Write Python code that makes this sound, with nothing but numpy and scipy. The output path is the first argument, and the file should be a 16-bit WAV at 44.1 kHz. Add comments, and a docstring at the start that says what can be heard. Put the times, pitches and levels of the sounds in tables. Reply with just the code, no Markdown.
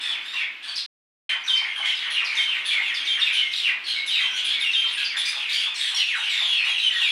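"""Birds squabbling in a walled yard.

Hoarse squawks, falling whistles, wails and low croaks overlap. Most calls are a throbbing syrinx
tone with chaotic side partials (rasp), overtones and a subharmonic screech. The walls throw every
call back, more birds chatter farther off, and faint outdoor noise lies below.
The sound cuts out for a moment near the start and comes back with the flock at full strength."""
import sys
import numpy as np
from scipy import signal
from scipy.fft import rfft, irfft
from scipy.io import wavfile

SR = 44100
rng = np.random.default_rng(int(sys.argv[2]) if len(sys.argv) > 2 else 0)


def store_pcm(level_fs):
    """Save levels as 16-bit WAV."""
    pcm = np.round(np.clip(level_fs, -1, 1) * 32767).astype(np.int16)
    wavfile.write(sys.argv[1], SR, np.atleast_2d(pcm).T)


N = 313551

# outdoor noise spectrum (frequency [Hz], level [dB])
AIR_SPECTRUM_DB = [(20, -37), (60, -7.5), (105, -6.5), (165, -11.5), (235, 0.5), (340, 3.5), (480, -3),
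                   (700, 0.5), (900, 3.5), (1500, 11), (3000, 19), (6000, -11), (16000, -25)]
# outdoor noise envelope (time [s], level [dB])
AIR_ENVELOPE_DB = [(0, -44.5), (.8, -53), (1.4, -51), (2.4, -47), (3.05, -45), (3.3, -50), (3.8, -47.5),
                   (4.55, -45.5), (5.2, -48.5), (6.3, -53), (7.1, -49)]
# yard decay (frequency [Hz], T60 [s])
YARD_T60_S = [(300, 0.087), (1000, 0.52), (3000, 0.41), (6000, 0.36), (10000, 0.2), (16000, 0.35)]
# far flock envelope (time [s], level [dB])
FLOCK_ENVELOPE_DB = [(0, -33), (.55, -89.5), (1.4, -40.5), (2, -39.5), (2.6, -34.5), (3.3, -31),
                     (3.78, -54), (4.1, -31), (5.1, -38), (5.6, -32), (7.1, -27)]
# side partials of a hoarse voice (pitch multiple, level [dB])
RASP_PARTIALS_DB = [(0.502, -56.5), (.75, -14), (1, 4), (1.25, -9), (1.5, -37.5)]
# overtone colour (frequency [Hz], gain [dB])
BEAK_GAIN_DB = [(3500, 11), (5200, 8.5), (7000, -1.5), (9000, 3.5), (10300, -0.5), (11500, -8),
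                (13000, -23.5), (16000, -17)]
# throat response to a whistle (frequency [Hz], gain [dB])
THROAT_GAIN_DB = [(3000, 5.5), (3350, -4), (3650, 4), (3950, -9), (5000, -14.5), (6000, -3), (7000, -5)]
# colour of screech and nasal call (frequency [Hz], level [dB])
SCREECH_SPECTRUM_DB = [(200, -62), (900, -19.5), (2000, 2), (3800, 1.5), (5300, -5), (7000, -16),
                       (8000, -13.5), (9800, -15), (12000, -29.5), (13000, -40.5), (16000, -34.5)]
# (time [s], level [dB])
CROAK_CALLS = [(.08, -43.5), (.31, -45.5), (.649, -45), (1.32, -41), (1.462, -39.5), (1.581, -43),
               (1.759, -36), (1.86, -51), (2.049, -42), (2.2, -40.5), (2.309, -46), (2.459, -43.5),
               (2.59, -43), (2.769, -42.5), (3.169, -48.5), (3.701, -44.5), (4.212, -40.5), (4.83, -42.5),
               (5.131, -44.5), (5.319, -39.5), (5.641, -42), (5.9, -42), (6.148, -39), (6.381, -40.5),
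               (6.46, -47), (6.65, -41), (6.98, -43)]
# mostly third harmonics of the calls (time [s], start frequency [Hz], level [dB])
HIGH_OVERTONES = [(1.745, 10760, -52), (2.099, 10200, -38.5), (2.649, 10100, -36), (3.321, 10200, -40),
                  (3.87, 10500, -44), (4.058, 10730, -38.5), (4.437, 10100, -37), (4.595, 10550, -41),
                  (4.92, 9700, -39.5), (5.17, 10350, -34), (5.275, 10440, -37), (5.755, 8260, -36),
                  (6.289, 8000, -39)]
# (time [s], length [s], start/mid/end pitch [Hz], level [dB])
NASAL_CALL = (0.19, 0.19, (1200, 1790, 1800), -39.5)
# (time [s], length [s], mid pitch [Hz], level [dB], roughness)
HELD_CALLS = [(0.031, 0.069, 1930, -34, 0.42), (0.68, 0.035, 4560, -29, 0.04),
              (1.268, 0.054, 3110, -20, 0.3), (1.438, 0.022, 5860, -41, .3), (1.54, 0.16, 2232, -26, 0.61),
              (1.825, 0.067, 2102, -24, 0.33), (1.979, 0.14, 2122, -29.5, 1.1),
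              (2.279, 0.15, 2243, -23.5, 0.41), (2.975, .11, 2306, -30, 0.57),
              (3.408, 0.077, 2140, -26, 0.06), (3.833, .19, 4084, -29, 0.49),
              (3.958, 0.045, 2216, -23, 0.11), (4.101, 0.1, 3780, -23, 0.42),
              (4.195, 0.074, 3167, -21, 0.05), (4.27, .12, 1530, -40.5, 0.2),
              (4.309, 0.044, 5750, -38.5, 0.15), (4.53, 0.077, 2230, -26.5, 0.2),
              (4.978, 0.055, 2574, -25, 0.42), (5.039, 0.05, 4650, -27, 0.65),
              (6.57, .035, 4260, -30, 0.08), (6.642, .07, 2046, -33, 0.3),
              (6.779, 0.044, 3850, -24.5, 0.17), (6.829, 0.066, 3035, -17.5, 0.25),
              (6.9, .081, 1895, -28, 0.25)]
# (time [s], length [s], mid pitch [Hz], level [dB])
SWOOP_CALLS = [(.754, 0.05, 4320, -22), (1.559, 0.04, 4416, -27.5), (2.242, 0.046, 4520, -28),
               (2.94, 0.042, 4200, -26.5)]
# (time [s], length [s], mid pitch [Hz], fall [octaves], level [dB], roughness)
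WAIL_CALLS = [(0.1, 0.07, 2940, 0.89, -24.5, 0.1), (0.335, .11, 2563, 0.48, -22.5, 0.42),
              (2.159, .072, 2603, 0.63, -20.5, 0.71), (2.452, 0.13, 2732, .75, -22.5, 0.5),
              (2.816, .11, 2535, 0.81, -23.5, 0.18), (3.125, .075, 2150, 0.708, -26, .4),
              (3.629, 0.077, 2665, 0.81, -16.5, 0.38), (4.09, 0.13, 2712, .8, -21, 0.18),
              (4.784, 0.061, 2433, 0.29, -29, 0.37), (5.095, 0.083, 2111, 0.62, -28, 0.4),
              (5.394, .14, 2646, 0.36, -26.5, 0.83), (6.054, 0.11, 2344, 1.17, -23, 0.08),
              (6.321, 0.12, 2570, 0.41, -30.5, 0.37), (6.503, 0.15, 2696, 0.39, -20, 0.37),
              (6.732, 0.065, 3004, 0.49, -25, 0.13)]
# (time [s], length [s], start pitch [Hz], level before the throat [dB], roughness)
WHISTLE_CALLS = [(1.459, 0.11, 6560, -16.5, 0.01), (2.348, 0.098, 6840, -18.5, 0),
                 (3.049, 0.09, 6430, -19, 0), (3.195, 0.042, 5650, -17, 0.25),
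                 (3.514, 0.039, 5640, -22, .9), (4.058, 0.058, 5290, -23, 0.03),
                 (4.593, .05, 4600, -22, 0.14), (4.711, .13, 6530, -18.5, 0)]
# (time [s], length [s], mid pitch [Hz], glide [octaves], level [dB], roughness)
SQUAWK_CALLS = [(0, .14, 3482, -.05, -26.5, 0.34), (0.244, 0.1, 3610, 0.0056, -32, 0.2),
                (0.316, .11, 3586, -.25, -30, .25), (0.619, .15, 3300, -0.081, -34.5, 1.17),
                (1.263, .081, 2260, -0.4, -23, 0.99), (1.756, .08, 3100, -0.13, -24.5, 0.12),
                (1.843, .094, 3090, -0.21, -20.5, 0.65), (1.941, .14, 3410, -0.57, -29, 0.37),
                (2.098, .082, 3150, -0.16, -24.5, 0.85), (2.645, .11, 3420, -0.12, -22, 0.53),
                (2.699, .11, 2230, -.25, -21, 0.31), (3.232, .086, 2568, -.3, -20.5, 0.7),
                (3.321, .095, 3080, -.15, -18, 0.54), (3.552, 0.078, 3550, -0.27, -25.5, 0.75),
                (3.862, .084, 3210, -0.11, -24, 0.63), (4.357, .051, 2990, 0.16, -21, 0.7),
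                (4.439, .12, 3300, .1, -20.5, 0.55), (4.637, .085, 2750, -0.13, -19.5, 0.11),
                (4.864, .097, 3310, -0.78, -27, 0.71), (4.966, .078, 3160, -0.26, -22, 0.88),
                (5.162, .063, 3480, -0.032, -20, 0.3), (5.22, .2, 3580, -0.15, -32.5, 0.73),
                (5.248, .06, 4900, 0.045, -27, 0.65), (5.481, .18, 3125, -0.5, -23, 0.81),
                (5.527, .045, 4650, 0.084, -24.5, 0.25), (5.595, .099, 3390, .2, -23.5, 0),
                (5.741, .056, 4900, -0.78, -37, 0.72), (5.783, .15, 3480, -0.17, -25, 0.83),
                (5.944, .036, 5590, 0.035, -27.5, 0), (5.956, .092, 2960, -0.48, -19, 0.01),
                (5.962, .064, 4000, -0.45, -24, 0.55), (6.143, .093, 3750, -0.16, -30.5, 0.12),
                (6.231, .062, 3020, -.1, -23, .6), (6.286, .17, 3535, -0.25, -24, 0.65),
                (6.479, .09, 3310, -0.069, -21, 0.31), (6.641, .087, 3760, 0.081, -29, 0.31),
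                (6.92, .14, 3210, -0.27, -27.5, 0.72), (6.997, .091, 2600, -0.39, -18.5, 0.11),
                (7.073, .061, 3380, 0.038, -21.5, 0.14)]
BAND_LIMIT_HZ = 15830


def gain(db):
    return 10 ** (np.asarray(db) / 20)


def unit_rms(x):
    return x / np.sqrt(np.mean(x ** 2) + 1e-20)


def at_hz(table, hz):
    """Table lookup on a log-frequency axis."""
    knots_hz, values = np.transpose(table)
    return np.interp(np.log(hz + 1), np.log(knots_hz), values)


def envelope(curve_db):
    return gain(np.interp(np.arange(N) / SR, *np.transpose(curve_db)))


def add(mix, time_s, sound):
    part = mix[round(time_s * SR):][:len(sound)]
    part += sound[:len(part)]


def noise(spectrum_db, n):
    colour = gain(at_hz(spectrum_db, np.fft.rfftfreq(n, 1 / SR)))
    return unit_rms(irfft(rfft(rng.standard_normal(n)) * colour, n))


def flutter(n, cutoff_hz):
    """Random wobble, rms 1."""
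    lowpass = signal.butter(2, cutoff_hz, fs=SR, output="sos")
    return unit_rms(signal.sosfilt(lowpass, rng.standard_normal(16384))[-n:])


def phase_of(hz):
    return 2 * np.pi * np.cumsum(hz) / SR


def ramp(length_s):
    return np.linspace(0, 1, int(length_s * SR))


def arch(length_s, points):
    """Parabola through start, mid and end values."""
    return np.polyval(np.polyfit([0, .5, 1], points, 2), ramp(length_s))


def glide(length_s, mid_hz, octaves, early):
    """Pitch path; early is the share of the glide done by mid-call."""
    return arch(length_s, mid_hz * 2 ** (octaves * np.array([-early, 0, 1 - early])))


def tone_and_rasp_db(db, rough):
    """Roughness is the rasp's share of the power."""
    share = np.clip(rough, .005, .995)
    return db + 10 * np.log10([1 - share, share])


def outdoor_air():
    """Faint noise, drifting in level."""
    return noise(AIR_SPECTRUM_DB, N) * envelope(AIR_ENVELOPE_DB)


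def yard_echo(x, predelay_s=.0063, density=.1):
    """Dense reflections off walls and ground; the mids ring longest."""
    taps = rng.standard_normal(SR) * (rng.random(SR) < density) * (np.arange(SR) > predelay_s * SR)
    hz, t, spectra = signal.stft(taps, SR, nperseg=256)
    decay = gain(-60 * t / at_hz(YARD_T60_S, hz)[:, None])
    tail = signal.istft(spectra * decay, SR, nperseg=256)[1]
    return signal.fftconvolve(x, tail / np.linalg.norm(tail))[:N]


def screech(hz, divisor=4, uneven_db=5, hiss_share=.12):
    """The voice breaks into an uneven, wandering subharmonic stack wrapped in hiss."""
    n, k = len(hz), np.arange(2, 24)[:, None]
    sub_hz = hz / divisor
    wander = 1 + .032 * flutter(n, cutoff_hz=45)
    jitter = 1 + .00992 * flutter(n, cutoff_hz=220)
    phase = phase_of(sub_hz * wander * jitter)
    line_db = at_hz(SCREECH_SPECTRUM_DB, k * sub_hz) + uneven_db * rng.standard_normal(k.shape)
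    in_band = k * sub_hz < BAND_LIMIT_HZ
    lines = gain(line_db) * in_band * np.sin(k * phase + 2 * np.pi * rng.random(k.shape))
    hiss = noise(SCREECH_SPECTRUM_DB, 16384)[:n]
    return np.sqrt(1 - hiss_share) * unit_rms(lines.sum(0)) + np.sqrt(hiss_share) * hiss


def syrinx(hz, tone_db, rasp_db, overtones_db, screech_db, throat_gain=1,
           jitter=.0354, warble=.026, throb=.073, rasp_hz=300, attack_share=.03):
    """One call: a throbbing tone with chaotic side partials; overtones and screech fade through it."""
    n, progress = len(hz), np.linspace(0, 1, len(hz))
    breakup = np.minimum(abs(np.gradient(np.log(hz))) * SR * .021, 1)  # steep glides break the voice
    hoarseness = 1 / (1 + gain(tone_db - rasp_db)) + breakup
    throb_hz = rng.uniform(36.75, 62.28)
    pulse = np.sin(2 * np.pi * (throb_hz * np.arange(n) / SR + rng.random()))
    hz = hz * (1 + hoarseness * warble * pulse)  # each push of air lifts the pitch
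    phase = phase_of(hz * (1 + hoarseness * jitter * flutter(n, cutoff_hz=170)))
    rasp = sum(gain(db) * flutter(n, rasp_hz) * np.sin(k * phase) for k, db in RASP_PARTIALS_DB)
    voice = gain(tone_db) * unit_rms(np.sin(phase)) + gain(rasp_db) * unit_rms(rasp)

    overtones = sum(gain(at_hz(BEAK_GAIN_DB, k * hz)) * (k * hz < BAND_LIMIT_HZ) * np.sin(k * phase)
                    for k in range(2, 5))
    grain = unit_rms(1 + .44 * flutter(n, 2 * rasp_hz))
    shrill = gain(overtones_db) * unit_rms(overtones) * grain * np.sqrt(throat_gain)
    shrill += gain(screech_db) * screech(hz)
    fade = unit_rms(np.exp(-progress) * np.minimum(progress / attack_share, 1))
    call = throat_gain * voice + fade * shrill
    return call * unit_rms(1 + throb * pulse) * signal.windows.tukey(n, .18)


def cry(hz, db, rough, overtones_db, screech_db, dimming=1.6, **voicing):
    """Near call, weaker above its mid pitch; overtone and screech levels are relative to db."""
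    throat_gain = np.minimum(hz[len(hz) // 2] / hz, 1) ** dimming
    tone_db, rasp_db = tone_and_rasp_db(db, rough)
    return syrinx(hz, tone_db, rasp_db, db + overtones_db, db + screech_db, throat_gain, **voicing)


def far_flock(count=120, low_hz=2200, high_hz=3800):
    """Distant birds: one random falling call per time slot."""
    out = np.zeros(N)
    for slot, (offset, length, pitch, distance) in enumerate(rng.random((count, 4))):
        mid_hz = low_hz + pitch * (high_hz - low_hz)
        hz = mid_hz * arch(.05 + .08 * length, (1.05, 1, .82))
        call = syrinx(hz, tone_db=-.5, rasp_db=-3, overtones_db=-17, screech_db=-21)
        add(out, (slot + offset) / count * N / SR, gain(-8 * distance) * call)
    return unit_rms(out) * envelope(FLOCK_ENVELOPE_DB)


def croaks(length_s=.05, path_hz=(1707, 1243, 851), detune=.08):
    """Short, throaty falling calls, more rasp than tone."""
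    out = np.zeros(N)
    for time_s, db in CROAK_CALLS:
        hz = arch(length_s, path_hz) * rng.uniform(1 - detune, 1 + detune)
        call = syrinx(hz, tone_db=-6, rasp_db=1, overtones_db=-20, screech_db=-19, rasp_hz=185)
        add(out, time_s, gain(db) * call)
    return out


def nasal_call():
    """A clean, rising stack of harmonics."""
    out = np.zeros(N)
    time_s, length_s, path_hz, db = NASAL_CALL
    hz = arch(length_s, path_hz)
    stack = sum(gain(at_hz(SCREECH_SPECTRUM_DB, k * hz)) / np.sqrt(k) * np.sin(k * phase_of(hz))
                for k in range(1, 8))
    add(out, time_s, gain(db) * unit_rms(stack) * signal.windows.tukey(len(hz), .5))
    return out


def high_overtones(length_s=.047, fall=.15, warble=.021, warble_hz=55):
    """Thin, high overtones hooking downward at the start of squawks and whistles, plus two lone peeps."""
    out, progress = np.zeros(N), ramp(length_s)
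    for time_s, start_hz, db in HIGH_OVERTONES:
        wobble = np.sin(2 * np.pi * (warble_hz * length_s * progress + rng.random()))
        hz = start_hz * (1 - fall * progress ** 2) * (1 + warble * wobble)
        tone = unit_rms(np.sin(phase_of(hz)))
        add(out, time_s, gain(db) * tone * signal.windows.tukey(len(hz), .5))
    return out


def held_notes(sag_octaves_per_s=1.1):
    """Plain notes, sagging slightly in pitch."""
    out = np.zeros(N)
    for time_s, length_s, mid_hz, db, rough in HELD_CALLS:
        hz = glide(length_s, mid_hz, -sag_octaves_per_s * length_s, early=.6)
        add(out, time_s, cry(hz, db, rough, overtones_db=-25, screech_db=-20))
    return out


def swoops(fall_octaves=.75):
    """Piercing calls that dive steeply."""
    out = np.zeros(N)
    for time_s, length_s, mid_hz, db in SWOOP_CALLS:
        hz = glide(length_s, mid_hz, -fall_octaves, early=.53)
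        add(out, time_s, cry(hz, db, rough=.51, overtones_db=-21, screech_db=-13,
                             dimming=2.1, jitter=.01, warble=.0054))
    return out


def wails():
    """Mellower calls that fall slowly, then faster."""
    out = np.zeros(N)
    for time_s, length_s, mid_hz, fall_octaves, db, rough in WAIL_CALLS:
        hz = glide(length_s, mid_hz, -fall_octaves, early=.28)
        add(out, time_s, cry(hz, db, rough, overtones_db=-28, screech_db=-22))
    return out


def whistles(upper_hz=3545, lower_hz=3120, plunge_s=.01, step_s=.034, onset_db=-9):
    """The pitch plunges, catches on one throat resonance, then steps down to the next."""
    out = np.zeros(N)
    for time_s, length_s, start_hz, db, rough in WHISTLE_CALLS:
        t = ramp(length_s) * length_s
        plunge = 1 / (1 + (t / plunge_s) ** 2.8)
        step = 1 / (1 + (t / step_s) ** 9)
        hz = lower_hz + (upper_hz - lower_hz) * step + (start_hz - upper_hz) * plunge
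        hz *= 1 + rng.uniform(-.0119, .0121)
        throat_gain = gain(at_hz(THROAT_GAIN_DB, hz) + onset_db * plunge)
        add(out, time_s, syrinx(hz, *tone_and_rasp_db(db, rough), overtones_db=-45, screech_db=-34,
                                throat_gain=throat_gain, jitter=.017, warble=.011, throb=.09))
    return out


def squawks(usual_hz=3260, usual_db=-22.5, usual_screech_db=-34.5):
    """Harsh calls; the screech grows as the voice is pushed higher, louder and rougher."""
    out = np.zeros(N)
    for time_s, length_s, mid_hz, octaves, db, rough in SQUAWK_CALLS:
        hz = glide(length_s, mid_hz, octaves, early=.52)
        strain_db = 19.5 * np.log2(mid_hz / usual_hz) + .56 * (db - usual_db) + 10 * (rough - .5)
        add(out, time_s, cry(hz, db, rough, overtones_db=-25, attack_share=.13, throb=.25,
                             screech_db=usual_screech_db + strain_db - db))
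    return out


def scene(direct_db=-6.5, echo_db=-5, air_gain_db=8, bass_cut_hz=480):
    """Each perch has its own echoes; the far flock is heard as echo only."""
    perches = (squawks() + nasal_call(), wails() + held_notes() + swoops(),
               whistles() + high_overtones(), croaks())
    near = sum(gain(direct_db) * birds + gain(echo_db) * yard_echo(birds) for birds in perches)
    highpass = signal.butter(4, bass_cut_hz, "highpass", fs=SR, output="sos")
    near = signal.sosfilt(highpass, near)  # the birds carry no bass
    air = gain(air_gain_db) * outdoor_air()
    return (near + yard_echo(far_flock()) + air)[None]


def record(dry, mute_from_s=.863, mute_to_s=1.292, fade_s=.002):
    """One dropout, then the band limit."""
    t = np.arange(N) / SR
    gate = np.clip(np.maximum(mute_from_s - t, t - mute_to_s) / fade_s, 0, 1)
    lowpass = signal.firwin(511, BAND_LIMIT_HZ, window=("kaiser", 9), fs=SR)
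    return signal.oaconvolve(dry * gate, lowpass[None], "same")


dry = scene()
out = record(dry)
store_pcm(out)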